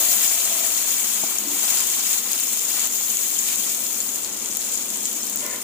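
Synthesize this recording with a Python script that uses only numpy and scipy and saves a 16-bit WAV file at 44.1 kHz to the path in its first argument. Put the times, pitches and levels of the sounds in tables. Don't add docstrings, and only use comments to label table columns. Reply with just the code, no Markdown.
import sys
import numpy as np
from scipy import signal
from scipy.fft import rfft, irfft
from scipy.io import wavfile
from scipy.ndimage import uniform_filter1d

SR = 44100
rng = np.random.default_rng(int(sys.argv[2]) if len(sys.argv) > 2 else 0)


def master_out(mix):
    frames = np.transpose(np.atleast_2d(mix))
    ceiling = np.clip(frames, -1, 1)
    pcm = np.round(ceiling * 32767).astype(np.int16)
    wavfile.write(sys.argv[1], SR, pcm)


N = 248283

# frequency in Hz, gain in dB.
LEFT_PORT = [(300, -56), (900, -30), (1700, -19.2), (2400, -15.0), (3200, -11.6), (4200, -12.2),
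             (5000, -12.8), (5600, -10.5), (5900, -9.0), (6400, -2.8), (6800, 0.0), (7300, -2.0),
             (8200, -5.0), (9500, -8.6), (11500, -10.1), (13500, -8.4), (14600, -4.0), (15400, -1.7),
             (15520, -1.7)]
RIGHT_PORT = [(300, -56), (900, -30), (1700, -18.2), (2400, -15.3), (3200, -11.8), (4200, -12.8),
              (5000, -13.8), (5900, -13.0), (6400, -10.0), (6800, -7.4), (7300, -6.6), (8200, -9.8),
              (9500, -13.7), (11500, -14.2), (13500, -17.6), (14600, -17.0), (15400, -16.6), (15520, -16.6)]
# end in seconds, length in seconds, rub level in dB, lift of the froth in dB.
STROKES = [(0.727, 1.7, -52, 0.5), (1.283, 0.23, -47, 0.5), (1.838, 0.32, -39.5, 1),
           (2.192, 0.3, -47.5, 0.5), (2.86, 0.19, -43.5, 4), (3.546, 0.11, -49, 2.5), (4.32, 0.19, -57, 2)]


def amp(db):
    return 10 ** (np.asarray(db) / 20)


def unit_rms(x):
    return x / np.sqrt(np.mean(np.atleast_2d(x).mean(0) ** 2) + 1e-20)


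def spectrum(points, hz):
    f, value = np.transpose(points)
    return np.interp(np.log(hz + 1), np.log(f + 1), value)


def curve(rows, t):
    s, *columns = np.transpose(rows)
    return [np.interp(t, s, c) for c in columns]


def swell(t, start, rise, hold, fall):
    return np.clip(np.minimum((t - start) / rise, (start + rise + hold + fall - t) / fall), 0, 1)


def wander(hz):
    return unit_rms(signal.lfilter(*signal.butter(2, hz, fs=SR), rng.standard_normal(N + SR))[SR:])


def noise_pair(correlation):
    a, b = rng.standard_normal((2, N))
    return np.array([a, correlation * a + np.sqrt(1 - correlation ** 2) * b])


def band(x, hz, width):
    return signal.lfilter(*signal.iirpeak(hz, hz / width, SR), x)


def port(points):
    points = list(points) + [(16000, -45)]
    log_gain = np.log(amp(spectrum(points, abs(np.fft.fftfreq(4096, 1 / SR)))))
    return np.fft.ifft(np.exp(np.conj(signal.hilbert(log_gain)))).real[:1024]


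def snap(hz, cycles):
    t = np.arange(256) / SR
    burst = np.sin(2 * np.pi * hz * t) * np.exp(-t * hz / cycles)
    return burst / np.linalg.norm(burst)


def bubbles(per_s, span_hz, cycles, spread_db, side_db, clump_db, spots):
    clump = amp(clump_db * wander(60))
    size = amp(spread_db * np.minimum(rng.exponential(1, N), 3.5))
    size *= rng.random(N) < per_s * clump / SR
    size *= rng.choice([-1., 1.], N)
    spot, out = rng.integers(0, spots, N), np.zeros((2, N))
    for k, hz in enumerate(np.linspace(*span_hz, spots)):
        train = signal.oaconvolve(size * (spot == k), snap(hz, cycles))[:N]
        side, gap = side_db * (-1) ** k, rng.integers(-24, 24)
        out += [amp(side) * train, amp(-side) * np.roll(train, gap)]
    return unit_rms(out)


def reflections(x, echo_db, t60, spots):
    t = np.arange(2600) / SR
    tails = rng.standard_normal((spots, 2, len(t))) * amp(-60 * t / t60) * (t > .0004)
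    spot = np.repeat(rng.integers(0, spots, N // 256 + 1), 256)[:N]
    echo = sum(signal.oaconvolve(x * (spot == k), tail / np.linalg.norm(tail[0]), axes=1)[:, :N]
               for k, tail in enumerate(tails))
    return x + amp(echo_db) * echo


def hiss():
    left_delay_s = 0.0001
    hz = np.fft.rfftfreq(N, 1 / SR)
    own, right = rfft(noise_pair(0))
    shared = spectrum([(1200, 0.32), (4000, 0.62), (6500, 0.086)], hz)
    left = shared * right * np.exp(-2j * np.pi * hz * left_delay_s) + np.sqrt(1 - shared ** 2) * own
    return irfft(np.array([left, right]), N) * amp(0.84 * wander(14))


def boiling(calm_db):
    fine = bubbles(3500, (5300, 16200), cycles=1.8, spread_db=4.8, side_db=2.7, clump_db=2.2, spots=16)
    large = bubbles(500, (1946, 5334), cycles=6.8, spread_db=2.4, side_db=1, clump_db=2, spots=10)
    crackle = bubbles(150, (9900, 18000), cycles=1.8, spread_db=3.5, side_db=2.8, clump_db=1.7, spots=6)
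    bursts = reflections(amp(0.71 * calm_db) * fine + amp(-6) * large, echo_db=0.5, t60=0.065, spots=5)
    at_ports = bursts + amp(-7 + 1.5 * calm_db) * crackle + amp(9) * hiss()
    ports = np.array([port(LEFT_PORT), port(RIGHT_PORT)])
    return unit_rms(signal.oaconvolve(at_ports, ports, axes=1)[:, :N])


def sizzle():
    # time in seconds, level before shaping in dB, lift of the spray in dB.
    course = [(0.0, -21, 5.5), (0.08, -20.5, 4.5), (0.44, -22, 0.5), (1.07, -23.5, 1), (1.44, -27, 1),
              (1.74, -20.5, 0), (1.91, -23, -1), (2.16, -21.5, 0), (2.22, -27, 0.5), (2.33, -24, -0.5),
              (2.8, -25, 1), (2.89, -27, 0), (3.06, -26, 3), (3.59, -25, -.5), (4.0, -29, 2),
              (4.34, -30.5, -4), (4.61, -29, -1.5), (4.72, -25.5, -4.5), (4.84, -29, -3.5), (5.07, -28, -3),
              (5.63, -31, -3.5)]
    # frequency in Hz, share of the lift.
    spray_band = [(8000, 0.18), (13000, 1)]
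    froth_band = [(4500, 0.97), (6200, 0.17)]
    peak_band = [(6000, 0), (6600, 1), (7300, 1), (8200, 0)]
    # time in seconds, lift in dB.
    peak_lift = [(0, 1), (1.5, 0.5), (2.3, 0), (3.0, 2), (3.6, 1.5), (4.3, 0), (4.7, 1.5), (5.63, -1)]
    level_db = curve(course, np.arange(N) / SR)[0]
    calm_db = uniform_filter1d(level_db.mean() - level_db, SR)
    surge_db = level_db - uniform_filter1d(level_db, SR // 2)
    hz, t, frames = signal.stft(boiling(calm_db) * amp(level_db), SR, nperseg=256)
    froth_db = -2 + sum(db * stroke_speed(t, end, length) for end, length, _, db in STROKES)
    froth_db -= 0.17 * np.interp(t * SR, np.arange(N), surge_db)
    shape_db = np.outer(spectrum(spray_band, hz), curve(course, t)[1])
    shape_db += np.outer(spectrum(froth_band, hz), froth_db)
    shape_db += np.outer(spectrum(peak_band, hz), curve(peak_lift, t)[0])
    return signal.istft(frames * amp(shape_db), SR, nperseg=256)[1][:, :N]


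def kitchen():
    # frequency in Hz, relative spectral density in dB.
    density = [(12, -59), (20, -35), (49, -15), (81, -19), (177, -12), (208, 2), (300, -2), (352, -4),
               (440, -5.5), (477, -4), (561, -7), (790, -8.5), (857, -8), (1260, -11.5), (2500, -22),
               (3250, -39), (5500, -120)]
    # time in seconds, level in dB.
    course = [(0.0, -43.5), (0.3, -47), (1.47, -45), (2.13, -46), (3.25, -46.5), (4.19, -43.5),
              (4.69, -44.5), (5.33, -42.5), (5.63, -44)]
    # frequency in Hz, correlation from 0 to 1.
    correlation = [(60, .96), (200, .93), (350, .8), (700, .55), (1400, .2), (3000, 0)]
    # frequency in Hz, mean rms level in dB.
    hum = [(53, -68.5), (102, -71), (211, -59.5), (368, -59.5), (473, -61)]
    hz, t = np.fft.rfftfreq(N, 1 / SR), np.arange(N) / SR
    left, own = rfft(noise_pair(0))
    shared = spectrum(correlation, hz)
    right = shared * left + np.sqrt(1 - shared ** 2) * own
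    air = irfft(np.array([left, right]) * amp(spectrum(density, hz)), N)
    tones = sum(amp(db + 1.2 * wander(3.2)) * np.sqrt(2) * np.sin(2 * np.pi * (f * t + rng.random()))
                for f, db in hum)
    return unit_rms(air) * amp(curve(course, t)[0]) + tones


def stroke_speed(t, end, length):
    rise = 0.47 * length
    return swell(t, end - length, rise, hold=length - rise, fall=0.013)


def rough_noise(bands, correlation, grit_db):
    grit = noise_pair(correlation) * amp(grit_db * wander(34))
    return unit_rms(sum(amp(db) / np.sqrt(width) * band(grit, hz, width) for hz, width, db in bands))


def spatula():
    # frequency in Hz, width in Hz, relative level in dB.
    stroke_modes = [(840, 370, -1), (1060, 66, -10), (1280, 370, -1.5), (2160, 950, -5)]
    drag_modes = [(675, 42, -1), (600, 53, -12)]
    # start in seconds, hold in seconds, level in dB.
    drags = [(-.1, 0.14, -42.5), (0.15, 0.24, -46), (0.437, 0.056, -40.5), (0.552, 0.034, -41.5)]
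    t = np.arange(N) / SR
    stroke_power = sum((amp(db) * stroke_speed(t, end, length)) ** 2 for end, length, db, _ in STROKES)
    ring_power = amp(-41 - 2 * t) ** 2
    rub = np.sqrt(stroke_power + ring_power) * rough_noise(stroke_modes, correlation=0.39, grit_db=1.83)
    drag_gain = np.max([amp(db) * swell(t, s, 0.078, hold, 0.087) for s, hold, db in drags], axis=0)
    return rub + drag_gain * rough_noise(drag_modes, correlation=0.92, grit_db=0.91)


def pops():
    # time in seconds, direct peak at the left in dB, pitch in Hz,
    # left over right in dB.
    bursts = [(0.6649, -6, 9900, 11), (0.7507, -17, 4070, 2), (0.9418, -7.5, 12600, 12),
              (0.9984, -6.0, 8000, 14), (1.2408, -9, 7500, 6), (1.3857, -2.0, 6900, 12),
              (1.7726, -6.5, 6700, 7), (1.7938, -6.5, 7200, 13), (1.8052, -4.5, 13500, 12),
              (1.8722, -5.0, 13900, 13), (1.9017, -5.5, 8300, 11), (2.1309, -4.5, 8100, 9),
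              (2.1829, -6.5, 12700, 7), (2.235, -12, 7100, 4), (2.3173, -4.5, 13600, 15),
              (2.3324, -3, 6400, 13), (2.3898, -6.5, 13000, 12), (2.3992, -6.0, 13600, 12),
              (2.5937, -9, 6900, 6), (2.7955, -5.5, 7060, 7), (2.8011, -5.5, 8900, 10),
              (2.8559, -6.5, 11000, 1), (2.8725, -6.0, 14100, 3), (3.0297, -8.5, 7400, 5),
              (3.1035, -11, 6900, 3), (3.1706, -8, 6800, 4), (3.4866, -21, 3800, 1), (3.5291, -10, 6700, 6),
              (3.5412, -10, 6900, 6), (3.5585, -10, 7300, 6), (3.5841, -7.5, 6900, 13),
              (3.7481, -7, 7700, 4), (3.8673, -11.5, 6800, 5), (3.9821, -9.0, 8600, 10),
              (4.0034, -9, 7000, 4), (4.0047, -7.5, 7200, 5), (4.01, -8.5, 7200, 5),
              (4.017, -7.0, 10000, 10), (4.0913, -11, 6800, 7), (4.1387, -14, 7900, 7),
              (4.1463, -9.0, 8200, 16), (4.1593, -8.5, 13500, 10), (4.222, -14, 6900, 7),
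              (4.2468, -9.0, 6400, 7), (4.374, -11, 11800, 6), (4.4001, -14.5, 6500, 5),
              (4.4245, -10.5, 6800, 7), (4.448, -11.5, 8000, 6), (4.459, -11, 6300, 5),
              (4.488, -11, 6900, 5), (4.5143, -11, 6500, 7), (4.526, -11, 7400, 6),
              (4.5508, -10.5, 6900, 7), (4.558, -9.0, 7300, 12), (4.5703, -3.0, 13300, 16),
              (4.617, -20, 4340, 1), (4.6421, -12, 6700, 4), (4.7179, -11.5, 6900, 5),
              (4.7212, -9.5, 11400, 11), (4.7553, -8.5, 6700, 10), (4.8248, -10, 9300, 15),
              (4.9031, -11.5, 7800, 6), (4.9723, -8.5, 9300, 10), (5.0327, -11, 7200, 8),
              (5.0547, -7.5, 7000, 6), (5.0562, -9, 7600, 6), (5.0704, -12.0, 6600, 8),
              (5.0611, -13, 12000, 8), (5.1108, -14, 10000, 6), (5.1175, -14, 6900, 6),
              (5.1304, -11, 13000, 3), (5.2162, -17, 6750, 5), (5.2327, -10, 7200, 3),
              (5.2545, -12, 15000, 12), (5.2694, -9, 11900, 10), (5.278, -13, 11500, 9),
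              (5.298, -9, 14000, 6), (5.3591, -5.0, 13200, 12), (5.3731, -11, 7300, 0),
              (5.395, -14, 8000, 5), (5.4078, -28, 2900, 0), (5.4642, -8, 11900, 6), (5.5134, -13, 6000, 3),
              (5.5605, -15, 6800, 5), (5.531, -15, 10500, 8), (5.6175, -9, 10400, 6)]
    out, t = np.zeros((2, N + 1000)), np.arange(300) / SR
    ports = port(LEFT_PORT), port(RIGHT_PORT)
    spatters = rng.standard_normal((len(bursts), 2, len(t)))
    for (s, peak_db, hz, side_db), spatter in zip(bursts, spatters):
        for mic in (0, 1):
            kick = .17 * spatter[mic] * np.exp(-t / .0012)
            kick[0] = 1
            burst = np.convolve(kick, snap(hz, cycles=(11000 / hz) ** 0.8))
            heard = np.convolve(burst, ports[mic][:200])
            at = round(s * SR) - abs(heard).argmax()
            out[mic, at:at + len(heard)] += heard / abs(heard).max() * amp(peak_db - mic * side_db)
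    return reflections(out[:, :N], echo_db=-16, t60=0.035, spots=2)


def knock():
    # frequency in Hz, relative level in dB, time to fall 60 dB in seconds.
    modes = [(231, 6, 0.035), (333, 5, 0.043), (680, 11, 0.031), (800, 8, 0.041), (885, -5, 0.026),
             (1120, 1, 0.031)]
    start_s, peak_db = 1.2355, -19.5
    t = np.maximum(np.arange(N) / SR - start_s, 0)
    ring = sum(amp(db - 60 * t / t60) * np.sin(2 * np.pi * hz * t) for hz, db, t60 in modes)
    ring *= 1 - np.exp(-t / 0.001)
    ring = signal.lfilter(*signal.butter(2, 130, "high", fs=SR), ring)
    return amp(peak_db) * ring / abs(ring).max()


def gliding_band(x, hz, width):
    carrier = np.exp(2j * np.pi * np.cumsum(hz) / SR)
    pole = np.exp(-np.pi * width / SR)
    return 2 * (carrier * signal.lfilter([1 - pole], [1, -pole], x / carrier)).real


def moan():
    gain = swell(np.arange(N) / SR, start=1.36, rise=0.116, hold=0.077, fall=0.065) ** 2
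    hz = 330.6 - 45 * gain
    a, b = rng.standard_normal((2, N))
    tone = amp(-0.5) * np.sqrt(2) * np.sin(2 * np.pi * np.cumsum(hz) / SR) * amp(3.6 * wander(25))
    halo = amp(-8) * unit_rms(gliding_band(a, hz, width=70))
    rough = amp(-2.5) * unit_rms(band(band(b, 346, width=50), 346, width=50))
    return (tone + halo + rough) * amp(-43.5) * gain


def rasp():
    # frequency in Hz, width in Hz, relative level in dB.
    bands = [(480, 80, -2), (593, 59, 4), (1030, 79, 5), (1445, 45, 2), (1780, 80, 5), (1920, 60, -2),
             (2080, 60, 2), (2060, 60, -6), (2200, 60, -10)]
    # frequency in Hz, rms level at full swell in dB.
    pitches = [(495, -50.5), (593, -51), (1000, -50.5), (2041, -50)]
    gain = swell(np.arange(N) / SR, start=5.40, rise=0.048, hold=0.064, fall=0.15)
    tones = np.zeros(N)
    for hz, db in pitches:
        amplitude = np.sqrt(2) * amp(db + 2 * wander(20))
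        tones += amplitude * np.sin(2 * np.pi * np.cumsum(hz + 8.7 * wander(15)) / SR)
    return gain * (amp(-39) * rough_noise(bands, correlation=0.15, grit_db=1.5) + tones)


def scene():
    return sizzle() + pops() + spatula() + knock() + moan() + rasp() + kitchen()


def record(dry):
    cutoff_hz = 15510
    low_pass = signal.firwin(2001, cutoff_hz, window=("kaiser", 9), fs=SR)
    return signal.oaconvolve(dry, low_pass[None], "same")


dry = scene()
out = record(dry)
master_out(out)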